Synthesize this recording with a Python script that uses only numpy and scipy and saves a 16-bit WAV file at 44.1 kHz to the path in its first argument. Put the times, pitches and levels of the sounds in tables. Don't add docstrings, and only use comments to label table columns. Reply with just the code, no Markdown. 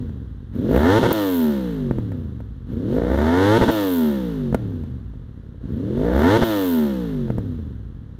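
import sys
import numpy as np
from scipy import signal
from scipy.fft import rfft, irfft, next_fast_len
from scipy.io import wavfile
from scipy.ndimage import uniform_filter1d

SR = 44100
rng = np.random.default_rng(int(sys.argv[2]) if len(sys.argv) > 2 else 0)


def log_audio(samples):
    frames = np.atleast_2d(samples).T
    limited = np.clip(frames, -1, 1)
    pcm = np.round(limited * 32767).astype(np.int16)
    wavfile.write(sys.argv[1], SR, pcm)


N = 361179
TIME = np.arange(N) / SR


TURBULENCE_SHARE = (.1, .1)


def exhaust(fired, gusts, speed, load, note_db, boom_db, rasp_db, suction=0.96, suction_s=0.00047,
            gurgle=0.52, hoarse_hz=40, rasp_from_hz=30, bark=0.99):
    swirl = steady(pipe((0.99 + gusts) * rng.standard_normal(N)))
    flow = -puffs(fired, width_s=0.00036, slowing=0.81, sharpening=0.054)
    flow = flow - suction * load * np.interp(TIME - suction_s, TIME, flow)
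    fronts = pipe(-puffs(shocks(fired), width_s=.000026, slowing=0.19, sharpening=0.064))

    middle_revs = np.exp(-((speed - 58) / 12) ** 2)
    barking = (.12 + bark * middle_revs) * load
    low_gurgle = gurgle / (1 + (speed / 42) ** 6) * cut(swirl, 470, "low", order=2)
    churn = 0.012 * load * swirl + low_gurgle
    low_fronts = steady(fronts - below(fronts, 290))
    body = below(steady(pipe(flow)) + barking * low_fronts + churn, 670)

    deep = below(body, 125)
    note = steady(body - deep) * amp(note_db)
    boom = steady(cut(deep, 46, "high", order=3)) * amp(boom_db)

    sharp_fronts = steady(fronts - below(fronts, 452))
    hoarse = steady(swirl - below(swirl, 452))
    coast_share, pull_share = TURBULENCE_SHARE
    rough = coast_share + pull_share * load + (hoarse_hz / speed) ** 4
    rasp = steady(sharp_fronts + rough * hoarse)
    rasp = rasp / (1 + (rasp_from_hz / speed) ** 3)
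    return note + boom + rasp * amp(rasp_db)


# frequency in Hz, width in Hz, relative level in dB.
PIPE_RESONANCES = [(58, 12, 4), (140, 154, 3.5), (244.2, 33.8, 7.5), (365, 36, -2), (470.5, 89, -2.5),
                   (661.3, 38, -8), (903, 89, -5.5), (1192, 88, -14), (1448, 182, -10.5),
                   (1784, 116, -11.5), (2097, 136, -18.5), (3630, 320, -35), (5800, 2900, -45.5)]


def pipe(x, size=8192):
    f = abs(np.fft.fftfreq(size, 1 / SR))
    power = sum(amp(db) ** 2 / (1 + ((f - hz) / width) ** 2) ** 2 for hz, width, db in PIPE_RESONANCES)
    log_gain = np.log(power + 1e-9) / 2
    response = np.exp(np.conj(signal.hilbert(log_gain)))
    ring = np.fft.ifft(response).real[:size // 2]
    return signal.oaconvolve(x, ring)[:len(x)]


FIRING_PLACES = np.array([0, 3, 5, 6]) / 8
# level coasting in dB, level pulling in dB (before a common 3.5 dB cut).
CYLINDER_LEVELS = [(2.5, -2), (0, 5.5), (-3.5, 8), (1.5, 4.5)]


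def firings(turns, speed, load, coast_spread_db=0.36, pull_spread_db=.5, slow_spread_db=1.3,
            lumpy_hz=34, stumble=0.014):
    cycles = np.arange(int(turns[-1]) + 1)
    s = np.interp((cycles[:, None] + FIRING_PLACES).ravel(), turns, TIME)
    chance = rng.standard_normal((4000, 2))[:len(s)]
    hz = np.interp(s, TIME, speed)
    pull = np.interp(s, TIME, load) / (1 + (46 / hz) ** 6)
    coast_db, pull_db = np.tile(CYLINDER_LEVELS, (len(cycles), 1)).T
    lumpy = 1 / (1 + (hz / (lumpy_hz * (1 + 1.64 * pull))) ** 8)
    spread_db = coast_spread_db + pull_spread_db * pull + slow_spread_db * lumpy
    mean_db = coast_db * (1 - pull) + (pull_db - 3.5) * pull
    size = amp(mean_db + spread_db * np.clip(chance[:, 0], -2, 2))
    uneven_s = s + stumble * lumpy * chance[:, 1] / (hz + 10)
    return np.transpose([uneven_s, size, hz, pull])[s < TIME[-1]]


# start in seconds, end in seconds, level of the flare in dB.
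LIMITER_CUTS = [(0.989, 1.028, -1), (1.07, 1.104, -2), (3.581, 3.611, 1.5), (3.645, 3.681, 0.5),
                (6.376, 6.42, 0)]


def misfire(fired):
    s, size, hz, pull = fired.T
    near_cut = np.max([(s > start) & (s < end + .02) for start, end, _ in LIMITER_CUTS], axis=0)
    ragged = near_cut * (hz > 112)
    shift, strong = np.clip(rng.standard_normal((len(s), 2)), -1.5, 1.5).T
    return np.transpose([s + .0006 * ragged * shift, size * amp(3 * ragged * strong), hz, pull])


# coasting term in dB (weighted by 0.5 minus the pull), pulling term in dB (weighted by the pull),
# delay coasting in seconds, delay pulling in seconds.
CYLINDER_FRONTS = [(-16, -7, 0.001, 0.00026), (-2, -6, 0.00091, .00021), (-3, -6.5, 0, 0.00019),
                   (-2, -3.5, 0.00048, 0.00098)]


def shocks(fired, middle_lead=2.26, top_lead=0.64, even_from_hz=64, even_to_hz=92):
    s, size, hz, pull = fired.T
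    rows = np.array(CYLINDER_FRONTS)[np.arange(len(s)) % len(CYLINDER_FRONTS)]
    coast_db, pull_db, coast_s, pull_s = rows.T
    extra_lead = np.interp(hz, [even_from_hz, even_to_hz], [middle_lead - top_lead, 0])
    lead = top_lead + pull * extra_lead
    strength = size ** lead * amp(coast_db * (0.5 - pull) + pull_db * pull)
    return np.transpose([s + coast_s * (1 - pull) + pull_s * pull, strength, hz, pull])


def puffs(fired, width_s, slowing, sharpening):
    out, t = np.zeros(N), np.arange(-200, 200) / SR
    for s, size, hz, pull in fired:
        width = width_s * (50 / hz) ** slowing / (1 + sharpening * pull * size)
        late = s - round(s * SR) / SR
        add(out, s + t[0], size / width * np.exp(-.5 * ((t - late) / width) ** 2))
    return out


# time in seconds, engine speed in cycles per second (a cycle is two crank turns).
BLIPS = [
    [(.51, 13.5), (.56, 25), (.68, 44.8), (.75, 61.8), (.85, 81.8), (.97, 112.7), (.993, 117),
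     (1.085, 117.5), (1.121, 113)],
    [(2.65, 14.5), (2.74, 26.5), (2.88, 40.2), (2.98, 56), (3.09, 62.5), (3.17, 69.4), (3.51, 106),
     (3.582, 118), (3.66, 117), (3.706, 113.8)],
    [(5.6, 11), (5.78, 31), (5.95, 45.2), (6.05, 56.8), (6.14, 64), (6.2, 72.4), (6.25, 83.5), (6.38, 120),
     (6.44, 116.3)],
]
START_HZ, IDLE_HZ = 31, 11


def engine_speed():
    speed = run_down(0, START_HZ)
    for blip in BLIPS:
        s, hz = np.transpose(blip)
        driven = np.interp(TIME, s, hz)
        speed = np.select([TIME < s[0], TIME < s[-1]], [speed, driven], run_down(s[-1], hz[-1]))
    return speed


DRAG_S, FRICTION_HZ_PER_S = 1.0, 13


def run_down(start, from_hz):
    offset = FRICTION_HZ_PER_S * DRAG_S
    return np.maximum((from_hz + offset) * np.exp((start - TIME) / DRAG_S) - offset, IDLE_HZ)


# speed in cycles per second, exhaust note in dB,
# low boom in dB, rasp in dB (before it dies away towards idle), mechanical rush in dB, intake hiss in dB.
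COASTING_LEVELS = [(11.5, -42.5, -38, -59, -62.5, -91), (18.8, -42, -33, -83, -61, -87),
                   (30.7, -29.5, -29, -81, -55.5, -74), (38.2, -31, -27, -60, -53.5, -73),
                   (46.5, -23.5, -30.5, -56, -51, -71), (54.8, -25.5, -35.5, -47, -49, -62),
                   (64.2, -24, -36, -42.5, -46.5, -57.5), (77.4, -16, -41, -34, -43, -43),
                   (85, -19, -40, -33.5, -41, -36.5), (105, -21, -38.5, -26.5, -34.5, -42),
                   (114, -21.5, -45, -29, -35, -39.5)]
PULLING_LEVELS = [(14.4, -32, -30, -61, -54.5, -84), (26, -25.5, -27, -66, -52, -63),
                  (41, -21, -29, -52.5, -48, -68), (60.4, -17, -23.5, -28.5, -43.5, -49.5),
                  (68.9, -19, -18.5, -27.5, -42, -49.5), (89, -15, -26, -21.5, -37.5, -53.5),
                  (100, -16, -21, -19.5, -33, -51.5), (118.6, -14, -20, -18.5, -31, -50.5)]
EFFORT_DB = (3.3, 2, 3.9, 3.2, 11)
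USUAL_HZ_PER_S = 166
WIDE_OPEN_HZ = 89.5


def levels(speed, load, response_s=0.0046):
    def at_speed(table):
        hz, *columns = np.transpose(table)
        return np.array([np.interp(speed, hz, db) for db in columns])

    coast, pull = at_speed(COASTING_LEVELS), at_speed(PULLING_LEVELS)
    acceleration = np.maximum(smooth(np.gradient(speed) * SR, .04), 40)
    effort = np.log2(acceleration / USUAL_HZ_PER_S) / (1 + (speed / WIDE_OPEN_HZ) ** 8)
    return coast + smooth(load, response_s) * (pull + np.outer(EFFORT_DB, effort) - coast)


# frequency in Hz, relative level in dB per Hz.
RUSH_SPECTRUM = [(300, -3.5), (650, 6), (1100, 7.5), (1700, 5.5), (2100, -3.5), (2400, -9.5), (2900, -4.5),
                 (3450, -2.5), (4100, -6.5), (4900, -16), (6200, -16), (8000, -23.5), (12000, -19.5),
                 (16000, -44)]
# frequency in Hz, relative level in dB per Hz.
INTAKE_SPECTRUM = [(3000, -41.5), (7000, -13.5), (9500, -13), (11500, -5), (13000, 3.5), (14000, 2),
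                   (15000, 2.5), (16000, -17.5)]


def air(fired, gusts, speed, rush_db, hiss_db, rush_throb=0.09, hiss_throb=6.6):
    rush = noise(RUSH_SPECTRUM)
    rush = rush - np.interp(speed, [10, 75], [0, .75]) * below(rush, 2300)
    clicks = puffs(shocks(fired), width_s=.00002, slowing=0, sharpening=0)
    buzz = cut(coloured(clicks, RUSH_SPECTRUM), 1900, "high")
    pitched = np.interp(speed, [50, 90], [0, .5])
    throbbing = steady(rush * (1 + rush_throb * gusts))
    rush = steady((1 - pitched) * throbbing + pitched * steady(buzz))
    hiss = steady(noise(INTAKE_SPECTRUM) * (1 + hiss_throb * gusts))
    return rush * amp(rush_db) + hiss * amp(hiss_db)


# start in seconds, blast strength in dB before filtering,
# blast time scale in seconds, crack strength in dB relative to the blast.
POPS = [(0.095, -30, 0.0012, -17), (1.911, -5.5, 0.001, -26), (1.985, -13.5, 0.0021, -22.5),
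        (2.119, -21, .0006, -15.5), (2.283, -39, .0008, -22), (2.404, -22.5, 0.00047, -20),
        (4.527, -11, 0.0012, -22), (4.5456, -1.5, 0.00037, -16), (4.547, -1, 0.00081, -36),
        (4.721, -28, 0.00087, -31), (4.837, -25.5, 0.00048, -18), (5.138, -33, 0.00065, -21),
        (7.282, -21, 0.0014, -29), (7.303, -9, 0.00093, -24.5), (7.383, -12, 0.0017, -18.5)]
# start in seconds, level in dB before filtering,
# decay in seconds.
SPITS = [(1.129, -11.5, 0.0013)]


def afterfire(crack_s=0.0043, thump_db=2, ring_db=6, crack_db=4, spit_hz=9500):
    t = np.arange(3000) / SR
    blasts, cracks, spits = np.zeros((3, N))
    for s, db, length, gas_db in POPS:
        u = t / length
        add(blasts, s, amp(db) * (1 - u) * np.exp(-u))
        add(cracks, s, amp(db + gas_db) * np.exp(-t / crack_s) * rng.standard_normal(len(t)))
    for s, db, decay in SPITS:
        add(spits, s, amp(db) * np.exp(-t / decay) * rng.standard_normal(len(t)))
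    thump = cut(cut(blasts + 3 * cracks, 540, "low", order=3), 390, "high", order=2)
    ring = pipe(blasts + cracks)
    crack = cut(cracks, 2050, "low", order=4) + 0.095 * cracks
    pops = amp(thump_db) * thump + amp(ring_db) * ring + amp(crack_db) * crack
    return pops + cut(spits, spit_hz, "high")


DIP_DB, DIP_S, DIP_DELAY_S = -6, 0.015, 0.031


def dips():
    return sum(DIP_DB * amp(db) ** 2 * np.exp(-((TIME - s - DIP_DELAY_S) / DIP_S) ** 2)
               for s, db, *_ in POPS)


def yard(x, wet_db=-25.02, t60=0.61, dull_hz=3500):
    t = np.arange(SR // 2) / SR
    sparse = rng.random(len(t)) < 2000 / SR
    taps = rng.standard_normal(len(t)) * sparse * (t > .008)
    tail = cut(taps * amp(-60 * t / t60), dull_hz, "low", order=1)
    return x + amp(wet_db) * signal.oaconvolve(x, tail / np.linalg.norm(tail))[:N]


def amp(db):
    return 10 ** (np.asarray(db) / 20)


def add(mix, s, sound):
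    part = mix[max(round(s * SR), 0):][:len(sound)]
    part += sound[:len(part)]


def smooth(x, seconds):
    size = max(int(seconds * SR), 1)
    return uniform_filter1d(uniform_filter1d(x, size), size)


def steady(x):
    return x / np.sqrt(abs(smooth(x * x, .09)) + 1e-14)


def between(start, end, ramp_s=0.001):
    return smooth(np.clip(np.minimum(TIME - start, end - TIME) * SR, 0, 1), ramp_s)


def cut(x, hz, kind, order=4):
    return signal.sosfilt(signal.butter(order, hz, kind, fs=SR, output="sos"), x)


def below(x, hz, order=5):
    return signal.sosfiltfilt(signal.butter(order, hz, fs=SR, output="sos"), x)


def coloured(x, spectrum):
    hz, db = np.transpose(spectrum)
    size = next_fast_len(N, True)
    log_hz = np.log(np.fft.rfftfreq(size, 1 / SR) + 1)
    gain = amp(np.interp(log_hz, np.log(hz), db))
    x = irfft(rfft(x, size) * gain, size)[:N]
    return x / x.std()


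def noise(spectrum):
    return coloured(rng.standard_normal(N), spectrum)


CUT_DB = 1.5
FLARE_S, OPENING_S = .028, 0.051


def scene():
    speed = engine_speed()
    no_spark = sum(between(start, end) for start, end, _ in LIMITER_CUTS)
    flare_db = sum(db * between(end, end + FLARE_S, .004) for _, end, db in LIMITER_CUTS)
    throttle = np.zeros(N)
    for blip in BLIPS:
        opens, closes = blip[0][0], blip[-1][0]
        throttle += between(opens, closes) * np.clip((TIME - opens) / OPENING_S, 0, 1)
    load = np.clip(throttle - no_spark, 0, 1)

    note_db, boom_db, rasp_db, rush_db, _ = levels(speed, load)
    hiss_db = levels(speed, throttle)[-1]
    turns = np.cumsum(speed) / SR
    fired = misfire(firings(turns, speed, load))
    gas = puffs(shocks(fired), width_s=0.00018, slowing=0.74, sharpening=0.36)
    gusts = steady(cut(gas, 120, "low", order=1))

    pipes = exhaust(fired, gusts, speed, load, note_db, boom_db, rasp_db)
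    pipes = pipes * amp(CUT_DB * no_spark + flare_db + dips())
    return yard(pipes + air(fired, gusts, speed, rush_db, hiss_db) + afterfire())[None]


def record(dry):
    rounded = dry / (1 + (dry / .56) ** 6) ** (1 / 6)
    band_limit = signal.firwin(511, 15900, window=("kaiser", 9), fs=SR)
    return signal.oaconvolve(rounded, band_limit[None], "same")


dry = scene()
out = record(dry)
log_audio(out)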